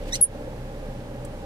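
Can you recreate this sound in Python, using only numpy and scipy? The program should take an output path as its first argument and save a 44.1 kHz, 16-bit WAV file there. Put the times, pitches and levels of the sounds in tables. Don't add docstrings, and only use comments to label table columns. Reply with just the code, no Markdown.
import sys
import numpy as np
from scipy import signal
from scipy.fft import rfft, irfft, next_fast_len
from scipy.io import wavfile
from scipy.ndimage import uniform_filter1d, minimum_filter1d, map_coordinates

SR = 44100
rng = np.random.default_rng(int(sys.argv[2]) if len(sys.argv) > 2 else 0)


def waveform_to_disk(signal):
    frames = np.transpose(np.atleast_2d(signal))
    scaled = np.clip(frames, -1, 1) * 32767
    samples = np.round(scaled).astype(np.int16)
    wavfile.write(sys.argv[1], SR, samples)


def to_linear_factor(level_db):
    exponent = np.asarray(level_db, float) / 20
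    return 10 ** exponent


N = 63945


def unit(x):
    return x / np.sqrt(np.mean(x ** 2) + 1e-20)


def along(points, hz):
    f, value = np.transpose(points)
    return np.interp(np.log(hz + 1), np.log(f + 1), value)


def curves(rows):
    s, *columns = np.transpose(rows)
    return [np.interp(np.arange(N) / SR, s, column) for column in columns]


def during(rows):
    t = np.arange(N) / SR
    return (t > rows[0][0]) & (t < rows[-1][0])


def wobble(rate_hz):
    knots = rng.standard_normal(int(N * rate_hz / SR) + 4)
    return map_coordinates(knots, [np.arange(N) * rate_hz / SR])


def filtered(x, response):
    size = next_fast_len(N + SR // 2)
    spectrum = rfft(x, size) * response(np.fft.rfftfreq(size, 1 / SR))
    return irfft(spectrum, size)[..., :N]


def panned(pan_db):
    return to_linear_factor(pan_db * np.array([[.5], [-.5]]))


# freq_hz, likeness (1 = identical)
PORT_LIKENESS = [(60, .99), (300, 0.95), (800, 0.87), (1500, .45), (3000, 0.23), (8000, .05)]
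# freq_hz, left_over_right_db
PORT_LEAN = [(60, 0), (200, -0.3), (600, -0.5), (2000, -4.5), (5000, -1.5), (12000, -1.5)]


def pair(response):
    def spread(hz):
        angle = np.arccos(np.clip(along(PORT_LIKENESS, hz), -1, 1)) / 2
        return response(hz) * [np.cos(angle), np.sin(angle)]

    mid, side = filtered(rng.standard_normal((2, N)), spread)
    left_right = np.array([mid + side, mid - side])
    return unit(filtered(left_right, lambda hz: panned(along(PORT_LEAN, hz))))


# freq_hz, level_db
THROAT = [(1500, -19.5), (2100, -6), (2900, -2), (3900, -3.5), (6000, 1.5), (8500, -6.5), (10500, -13),
          (13000, -20)]


def stack(hz, dull_db, count):
    k = np.arange(1, count + 1)[:, None]
    flicker_db = 1.5 * np.array([wobble(250) for _ in range(count)])
    gain = to_linear_factor(along(THROAT, k * hz) + dull_db * (k - 3) + flicker_db)
    gain = gain * (k * hz < 14000)
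    return (gain * np.sin(2 * np.pi * k * np.cumsum(hz) / SR)).sum(0)


# start_s, pitch_hz, level_db, dulling_db (per harmonic)
SQUEAK = [
    (.1105, 1990, -62, -6),
    (.113, 2000, -51, -8),
    (.117, 1860, -60, -5),
    (.1215, 1775, -50, -2),
    (.124, 1800, -31, -3),
    (.133, 1950, -27.5, -2),
    (.142, 2060, -29.5, -0.5),
    (.148, 2118, -27, 0.5),
    (.151, 2146, -45.5, -4),
]


def clean_squeak():
    hz, db, dull_db = curves(SQUEAK)
    voice = stack(hz * (1 + .004 * wobble(500)), dull_db, count=7)
    return voice * to_linear_factor(db + wobble(300)) * during(SQUEAK)


# start_s, pitch_hz, level_db
RASP = [
    (.148, 3089, -50),
    (.1495, 3076, -28.5),
    (.157, 2903, -29),
    (.164, 2775, -33),
    (.168, 2700, -51.5),
]


def rasp():
    jitter, half_beat, breath_share = .03, .3, .55
    hz, db = curves(RASP)
    hz = hz * (1 + jitter * wobble(900))
    beat = np.cos(np.pi * np.cumsum(hz) / SR)

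    def breath_color(f):
        outside = (f < 2400) | (f > 13200)
        return to_linear_factor(along(THROAT, f) - 30 * outside)

    breath = unit(filtered(rng.standard_normal(N), breath_color)) * (1 + beat)
    voice = stack(hz, 0, count=5) * (1 + half_beat * beat)
    mix = (1 - breath_share) * voice + breath_share * breath
    mix = mix * to_linear_factor(db + 3 * wobble(700)) * during(RASP)
    return filtered(mix, lambda f: 1 / (1 + (1900 / (f + 1)) ** 8))


# start_s, pitch_hz, level_db, left_over_right_db
PEEP = [
    (.2085, 10900, -56.5, -8.5),
    (.2125, 10900, -16.5, -1),
    (.215, 10750, -12, 6.5),
    (.2225, 10780, -3, 3),
    (.227, 10500, -7, -11),
    (.237, 9880, -9, -6.5),
    (.245, 9530, -15.5, -10),
    (.249, 9240, -25, -15.5),
    (.253, 9250, -59, -8.5),
]
# freq_hz, level_db (per Hz)
PUFF = [(1000, -16), (4000, -5), (7000, -0.5), (9000, -3), (11800, 5), (13300, 3), (14200, -25.5)]


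def peep():
    hz, db, pan_db = curves(PEEP)
    tone = np.sqrt(2) * to_linear_factor(db) * np.sin(2 * np.pi * np.cumsum(hz) / SR) * during(PEEP)
    puff_start_s, puff_len_s, puff_db = .2075, 0.013, -33.5
    u = np.clip((np.arange(N) / SR - puff_start_s) / puff_len_s, 0, 9)
    swell = 4 * u * np.exp(-3 * u)
    puff = to_linear_factor(puff_db) * swell * pair(lambda f: to_linear_factor(along(PUFF, f)))
    return tone, tone * panned(pan_db) + puff


# start_s, level_db
RUSTLE = [
    (0, -56.5),
    (.05, -54.5),
    (.085, -45.5),
    (.115, -55),
    (.2, -53),
    (.235, -75),
    (.255, -53),
    (.27, -58),
    (.29, -68.5),
]
# freq_hz, level_db (per Hz)
FUR = [(800, -31), (2000, 1), (4000, -2.5), (7000, -10), (14000, -18.5)]


def rustle():
    db, = curves(RUSTLE)
    return to_linear_factor(db + 2.5 * wobble(120)) * pair(lambda f: to_linear_factor(along(FUR, f))) * during(RUSTLE)


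# start_s, peak_db
TICK = [
    (1.2501, -36),
    (1.2513, -38),
    (1.2552, -45),
]
# freq_hz, level_db, t60_s
BUCKLE = [(5739, -19, 0.0058), (7924, 4, 0.014), (8516, 5.5, 0.01), (13430, -29, 0.086)]


def tick():
    out, t = np.zeros(N + SR), np.arange(SR // 20) / SR
    for start_s, db in TICK:
        ring = sum(to_linear_factor(level - 60 * t / t60) * np.sin(2 * np.pi * hz * t) for hz, level, t60 in BUCKLE)
        crack = .7 * to_linear_factor(-60 * t / 0.00401) * np.diff(rng.standard_normal(len(t) + 1))
        out[round(start_s * SR):][:len(t)] += to_linear_factor(db - 3) * (ring + crack)
    return out[:N]


def cabin(x):
    t60_s, gap_s, level_db, pan_db = .054, .002, -1.5, -3
    t = np.arange(SR // 6) / SR
    tail = rng.standard_normal((2, len(t))) * to_linear_factor(-60 * t / t60_s) * np.clip(t / gap_s, 0, 1)
    tail = tail / np.linalg.norm(tail[0])
    answer = signal.fftconvolve(x[None], tail, axes=1)[:, :N]
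    return to_linear_factor(level_db) * panned(pan_db) * answer


# multiple (of the firing rate), level_db (rms)
ORDERS = [(1, -40), (2, -49), (3, -53), (3.5, -55.5), (4, -45.5), (5.5, -59), (6, -58), (7, -54),
          (9, -59.5), (9.5, -55)]
# freq_hz, width_hz, level_db
BODY = [(110, 53, -5), (271, 130, -6.5), (440, 64, -4.5), (538, 70, -1), (599, 41.6, -1.5), (805.7, 74, -7)]
# freq_hz, level_db (per Hz)
HISS = [(20, 2.5), (90, -1), (250, -12), (900, -12), (2500, -19.5), (6000, -28.5), (12000, -33),
        (15700, -42.5)]


def engine():
    firing_hz, firing_gate = 31.304, .12
    boom_db, whine_db, hiss_db = -38.5, -63, -44.5
    whine_hz, whine_width_hz = 1650, 70
    turn = 2 * np.pi * np.cumsum(firing_hz * (1 + .006 * wobble(3))) / SR
    lines = 0
    for k, db in ORDERS:
        level = np.sqrt(2) * to_linear_factor(db + 2.7 * wobble(9.2))
        lines = lines + level * np.sin(k * turn + rng.uniform(0, 2 * np.pi))

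    def body(f):
        total = 0
        for k, (center, width, db) in enumerate(BODY):
            mode = 1j * f * width / (center * center - f * f + 1j * f * width)
            total = total + (-1) ** k * to_linear_factor(db) * mode
        return total

    boom = pair(lambda f: body(f) / (1 + (f / 900) ** 4))
    boom = boom * (1 + firing_gate * np.cos(turn)) * to_linear_factor(boom_db + 1.2 * wobble(5.82))
    whine = pair(lambda f: 1 / (1 + ((f - whine_hz) / whine_width_hz) ** 2))
    whine = whine * to_linear_factor(whine_db + 2.5 * wobble(13))
    hiss = to_linear_factor(hiss_db + 0.27 * wobble(4.5)) * pair(lambda f: to_linear_factor(along(HISS, f)))
    return lines * to_linear_factor([[-.4], [.4]]) + boom + whine + hiss


def scene():
    call_lag_s, call_pan_db = 2 / SR, -2.7
    squeak_wet_db, buckle_wet_db = -3, -6
    call, buckle = clean_squeak() + rasp(), tick()
    tone, direct_peep = peep()
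    late_left = np.array([np.roll(call, round(call_lag_s * SR)), call])
    direct = late_left * panned(call_pan_db) + direct_peep + buckle
    answer = cabin(to_linear_factor(squeak_wet_db) * call + tone + to_linear_factor(buckle_wet_db) * buckle)
    return direct + answer + rustle() + engine()


def top_cut(x):
    return signal.sosfilt(signal.butter(12, 15750, fs=SR, output="sos"), x)


def record(dry):
    port_lag_s, top_hz = 8 / SR, 15750
    duck_start_s, duck_db, attack_s, hold_s, recover_s = .216, -8.5, 0.0039, 0.021, .11
    ceiling, limit_s = .66, .002
    t = np.arange(N) / SR - duck_start_s
    duck = np.clip(t / attack_s, 0, 1) * np.clip(1 - (t - hold_s) / recover_s, 0, 1)

    def ports(hz):
        delay_s = port_lag_s * np.array([[.5], [-.5]])
        return np.exp(-2j * np.pi * hz * delay_s) * (hz < top_hz)

    x = filtered(dry, ports) * to_linear_factor(duck_db * duck)
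    size = round(limit_s * SR)
    need = np.minimum(1, ceiling / (np.abs(x).max(0) + 1e-9))
    gain = uniform_filter1d(minimum_filter1d(need, 2 * size), size)
    return top_cut(x * gain)


dry = scene()
out = record(dry)
waveform_to_disk(out)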